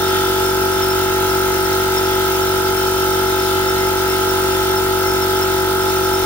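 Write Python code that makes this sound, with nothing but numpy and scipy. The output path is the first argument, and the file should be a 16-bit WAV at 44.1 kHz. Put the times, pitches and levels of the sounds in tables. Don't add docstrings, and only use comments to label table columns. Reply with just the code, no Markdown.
import sys
import numpy as np
from scipy import signal
from scipy.fft import rfft, irfft, next_fast_len
from scipy.io import wavfile
from scipy.ndimage import uniform_filter1d, map_coordinates

SR = 44100
rng = np.random.default_rng(int(sys.argv[2]) if len(sys.argv) > 2 else 0)


def to_wav(sig):
    pcm = np.clip(np.atleast_2d(sig), -1, 1) * 32767
    pcm = np.round(pcm).astype(np.int16)
    wavfile.write(sys.argv[1], SR, pcm.T)


N = 275625

# [multiple of crank speed, level/dB rms, left-right level/dB, left-right phase/half cycles]
THROB_HARMONICS = [(1, -36.7, 1, 0.04), (2, -31.4, 0, 0.04), (3, -42.8, 0, 0.09), (4, -37.5, 1, 0.07),
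                   (5, -41.6, 0, 0.12), (6, -38.9, -1, 0.09), (7, -31.4, 1, 0.17), (8, -19.6, 1, 0.19),
                   (9, -42.8, 3, 0.13), (10, -36.7, -3, 0.4), (11, -39.7, 3, 0.24), (12, -58.2, 7, 0.62),
                   (13, -49.0, 1, 0.13), (14, -34.6, 1, 0.28), (15, -41.9, 13, 0.43), (16, -49.3, 4, 0.16),
                   (17, -41.3, 3, 0.25), (18, -29.3, -4, 0.05), (19, -36.7, 9, 0.74), (20, -41.8, 8, 0.13),
                   (21, -43.3, -4, 0.05), (22, -46.6, -1, 0.06)]
KNOCK_HARMONICS = [(25, -50.1, -1, 0.19), (26, -46.3, 2, 0.21), (27, -30.4, 1, 0.18), (28, -28.7, -3, 0.37),
                   (29, -31.2, -3, 0.06), (30, -37.9, -3, 0.49), (31, -41.2, 0, 0.51), (32, -41.6, 1, 0.64),
                   (33, -33.3, 5, 0.54), (34, -40.8, -9, 0.83), (35, -45.7, 0, 0.36), (36, -44.6, -1, 0.38)]
PANEL_HARMONICS = [(39, -45.3, -8, 0.65), (40, -48.0, 2, 0.5), (43, -47.1, -1, 0.57), (44, -43.6, 3, 0.63),
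                   (45, -47.5, 5, 0.46), (57, -42.9, 4, 0.7), (64, -51.4, 3, 0.3), (65, -44.8, -1, 0.29),
                   (70, -41.0, -5, 0.87), (71, -46.7, 1, 0.77), (74, -45.7, 4, 0.56), (75, -45.5, 5, 0.64),
                   (77, -46.9, -5, 0.53), (79, -49.0, -5, 0.23), (85, -51.6, 2, 0.3), (105, -51.8, 6, 0.16)]
# [crank position/turns, f/Hz, decay time/ms, nominal level/dB]
VALVE_CONTACTS = [(0.84, 15200, 1.04, -14.5), (.96, 15000, 1.6, -20), (.9, 13000, 1.6, -27.5),
                  (0.894, 9350, 4.6, -30), (0.073, 9200, 4.3, -32)]
# [t/s, nominal level/dB]
LOUD_FLARES = [(.452, -30), (.834, -24.5), (.906, -27), (1.306, -30), (1.981, -25), (3.694, -25),
               (4.304, -27), (4.775, -27), (5.096, -28), (5.231, -27), (5.428, -23.5), (6.147, -26)]
# [f/Hz, density/dB per Hz]
ROAR_SPECTRUM = [(27, -6), (60, -7), (270, -8.5), (350, 1), (440, -4.5), (520, -2), (580, -12), (780, -12),
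                 (880, -5.5), (980, -5), (1140, -10.5), (1350, 3.5), (1600, -6.5), (1900, -12.5)]
HISS_SPECTRUM = [(1900, -5), (2350, -4), (3400, -1), (4600, -2.5), (5700, -5), (6400, -3), (7500, -7.5),
                 (10500, -8), (12500, -7), (14000, -9), (15700, -3.5)]
RATTLE_SPECTRUM = [(1750, -4.5), (2400, -4.5), (3400, -4), (4300, -12), (5500, -2), (6400, -25),
                   (7600, -15), (8800, -8.5), (9300, 1), (10000, -19), (11000, -29)]
# [f/Hz, correlation]
CHANNEL_CORRELATION = [(100, .2), (350, 0.21), (620, 0.18), (850, 0.68), (1350, 0.29), (2000, 0.044),
                       (3400, -0.17), (6400, -0.44), (9000, -0.31), (13000, 0.13)]
# [f/Hz, width/Hz, level/dB rms]
PIPE_RESONANCES = [(355, 17, -42), (403, 10, -46.5), (866, 30, -35.5)]
# [peak t/s, half length/s, added shake level/dB,
# multiple of crank speed that sings, level of that note/dB rms]
SPELLS = [(.18, .1, 2.8, 65, -38), (2.12, .16, 1.4, 44, -46), (3.55, .1, .5, 65, -42),
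          (4.12, .05, 1.8, 57, -45)]

TOP_HZ = 15800
START_HZ, SAG_HZ_PER_S = 47.328, 0.0157
SHAKE_DB, SETTLE_DB_PER_S = 1.0, 0.17
TIME_S = np.arange(N) / SR
LEFT_RIGHT = np.array([[1], [-1]])


def amp(db):
    return 10 ** (np.asarray(db) / 20)


def unit(x):
    return x / np.sqrt(np.mean(x ** 2) + 1e-20)


def along(points, hz):
    f, values = np.transpose(points)
    return np.interp(np.log(hz + 1), np.log(f + 1), values)


def band(points, hz):
    below = np.minimum(hz / points[0][0], 1) ** 4
    above = np.minimum(points[-1][0] / (hz + 1), 1) ** 8
    return amp(along(points, hz)) * below * above


def wobble(rate, size=8):
    coarse = np.arange(0, N + size, size)
    knots = rng.standard_normal(int(N * rate / SR) + 4)
    curve = map_coordinates(knots, [coarse * rate / SR])
    return np.interp(np.arange(N), coarse, curve)


def swell(at_s, half_s):
    return np.exp(-0.5 * np.minimum(((TIME_S - at_s) / half_s) ** 2, 20))


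def filtered(x, response):
    m = next_fast_len(N + SR // 2)
    return irfft(rfft(x, m) * response(np.fft.rfftfreq(m, 1 / SR)), m)[..., :N]


def spread(pair, spectrum):
    def mid_side(hz):
        correlation = np.clip(along(CHANNEL_CORRELATION, hz), -1, 1)
        angle = np.arccos(correlation) / 2
        return band(spectrum, hz) * np.array([np.cos(angle), np.sin(angle)])

    mid, side = filtered(pair, mid_side)
    return unit(np.array([mid + side, mid - side]))


def narrow(hz, width_hz):
    return (wobble(width_hz) + 1j * wobble(width_hz)) * np.exp(2j * np.pi * hz * TIME_S)


def harmonic(turn, k, db, pan_db, width):
    sides = LEFT_RIGHT / 2
    return np.sqrt(2) * amp(db + sides * pan_db) * np.cos(2 * np.pi * k * turn + sides * np.pi * width)


def stroke(crank, orders, smear, size=256):
    k, db, pan_db, width = np.transpose(orders)
    log_gain = np.log(amp(np.interp(np.arange(size // 2 + 1), k, db)))
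    cepstrum = irfft(log_gain)
    minimum_phase = 2 * rfft(cepstrum[:size // 2], size).imag[k.astype(int)]
    phase = minimum_phase - smear * (k - k.mean()) ** 2
    turn = np.linspace(0, 1, size ** 2 // 16 + 1)
    leads = phase / (2 * np.pi * k)
    shape = sum(harmonic(turn + lead, *row) for lead, row in zip(leads, orders))
    return np.array([np.interp(crank % 1, turn, ear) for ear in shape])


def surge(crank, at, depth_db):
    return unit(amp(depth_db * np.cos(2 * np.pi * (crank - at))))


def patchy(x, depth_db):
    z = signal.stft(x, nperseg=512)[2]
    across_frequency = uniform_filter1d(rng.standard_normal(z.shape[1:]), 5, 0)
    field = uniform_filter1d(across_frequency, 12, 1)
    return signal.istft(z * amp(depth_db * unit(field)), nperseg=512)[1][:, :N]


def speed():
    return START_HZ - SAG_HZ_PER_S * TIME_S


def shake_db():
    settling = SHAKE_DB - SETTLE_DB_PER_S * TIME_S
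    return settling + sum(db * swell(s, half_s) for s, half_s, db, *_ in SPELLS)


def air(crank):
    roar_noise = rng.standard_normal((2, N)) * surge(crank, at=0.024, depth_db=2.7)
    roar = spread(roar_noise, ROAR_SPECTRUM)
    hum = sum(amp(db) * narrow(hz, width_hz).real for hz, width_hz, db in PIPE_RESONANCES)
    turbulence = patchy(rng.standard_normal((2, N)), depth_db=1.22)
    hiss = spread(turbulence * surge(crank, at=0.12, depth_db=0.38), HISS_SPECTRUM)
    flutter_db = 0.5 * wobble(25) + 0.16 * shake_db()
    hiss_db = -26.0 + flutter_db + 0.5 * LEFT_RIGHT
    return amp(-27.5) * roar + hum + amp(hiss_db) * hiss


def whistle(pitch_hz=5340, steady_db=-40.5, flare_s=0.01, flicker_db=2.5,
            small_db=-32.0, scatter_db=4.0, count=10):
    small = [(u * N / SR, small_db + scatter_db * (2 * v - 1)) for u, v in rng.random((count, 2))]
    flares = np.max([amp(db) * swell(s, flare_s) for s, db in LOUD_FLARES + small], axis=0)
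    caught = flares * np.exp(2j * np.pi * pitch_hz * TIME_S + 1j * wobble(60))
    flickering = amp(steady_db + flicker_db * wobble(30)) * narrow(pitch_hz, 80)
    tone = caught + flickering
    return np.array([1.53 * tone.real, (tone * np.exp(-1.4j)).real])


def ring(crank, drift_db=2.5, flutter_db=3.5, follow=1.73):
    shaking = amp(follow * shake_db() - 2.5)
    notes = np.zeros((2, N))
    for k, db, pan_db, width in PANEL_HARMONICS:
        sung = sum(amp(sung_db) * swell(s, half_s)
                   for s, half_s, _, multiple, sung_db in SPELLS if multiple == k)
        waver_db = drift_db * wobble(2.39) + flutter_db * wobble(22.11)
        level = np.hypot(shaking * amp(db + waver_db), sung)
        notes += level * harmonic(crank + rng.random(), k, 0, pan_db, width)
    return notes


def rattle(crank, size=1024, count=4):
    patterns = rng.standard_normal((count, 2, size))
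    weights = np.array([wobble(0.563) for _ in patterns])
    weights /= np.linalg.norm(weights, axis=0)
    place = (crank + 0.00033 * wobble(45)) % 1 * size
    clatter = np.zeros((2, N))
    for weight, pattern in zip(weights, patterns):
        played = [map_coordinates(ear, [place], mode="grid-wrap") for ear in pattern]
        clatter += weight * np.array(played)
    return amp(-36.0 + 0.37 * shake_db()) * spread(clatter, RATTLE_SPECTRUM)


def valves(crank, rise_ms=0.28, blur=1.0, uneven_db=1.8, left_db=1.5):
    out = np.zeros((2, N))
    for at, hz, decay_ms, db in VALVE_CONTACTS:
        turns, part = np.divmod(crank - at + 1, 1)
        ms = part / speed() * 1000
        strengths_db = db + uneven_db * rng.standard_normal(N // 100)
        force = amp(strengths_db[turns.astype(int)])
        envelope = (1 - np.exp(-ms / rise_ms)) * np.exp(-ms / decay_ms)
        shared_blur = 2 * blur * wobble(350)
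        ear_blur = 0.89 * np.array([wobble(600), wobble(600)])
        out += force * envelope * np.sin(2 * np.pi * hz * TIME_S + shared_blur + ear_blur)
    return out * amp(left_db * LEFT_RIGHT)


def pump(crank):
    throb = stroke(crank - 0.2, THROB_HARMONICS, smear=-0.02)
    slack = 0.00044 * wobble(40)
    knock = stroke(crank - 0.55 + slack, KNOCK_HARMONICS, smear=0.26)
    throb_db = -0.22 + 0.39 * wobble(14)
    knock_db = -0.63 + 0.73 * wobble(25)
    return amp(throb_db) * throb + amp(knock_db) * knock


def scene():
    crank = np.cumsum(speed() + 0.0173 * wobble(9)) / SR
    return air(crank) + whistle() + ring(crank) + rattle(crank) + valves(crank) + pump(crank)


def record(dry):
    return filtered(dry, lambda hz: hz < TOP_HZ)


dry = scene()
out = record(dry)
to_wav(out)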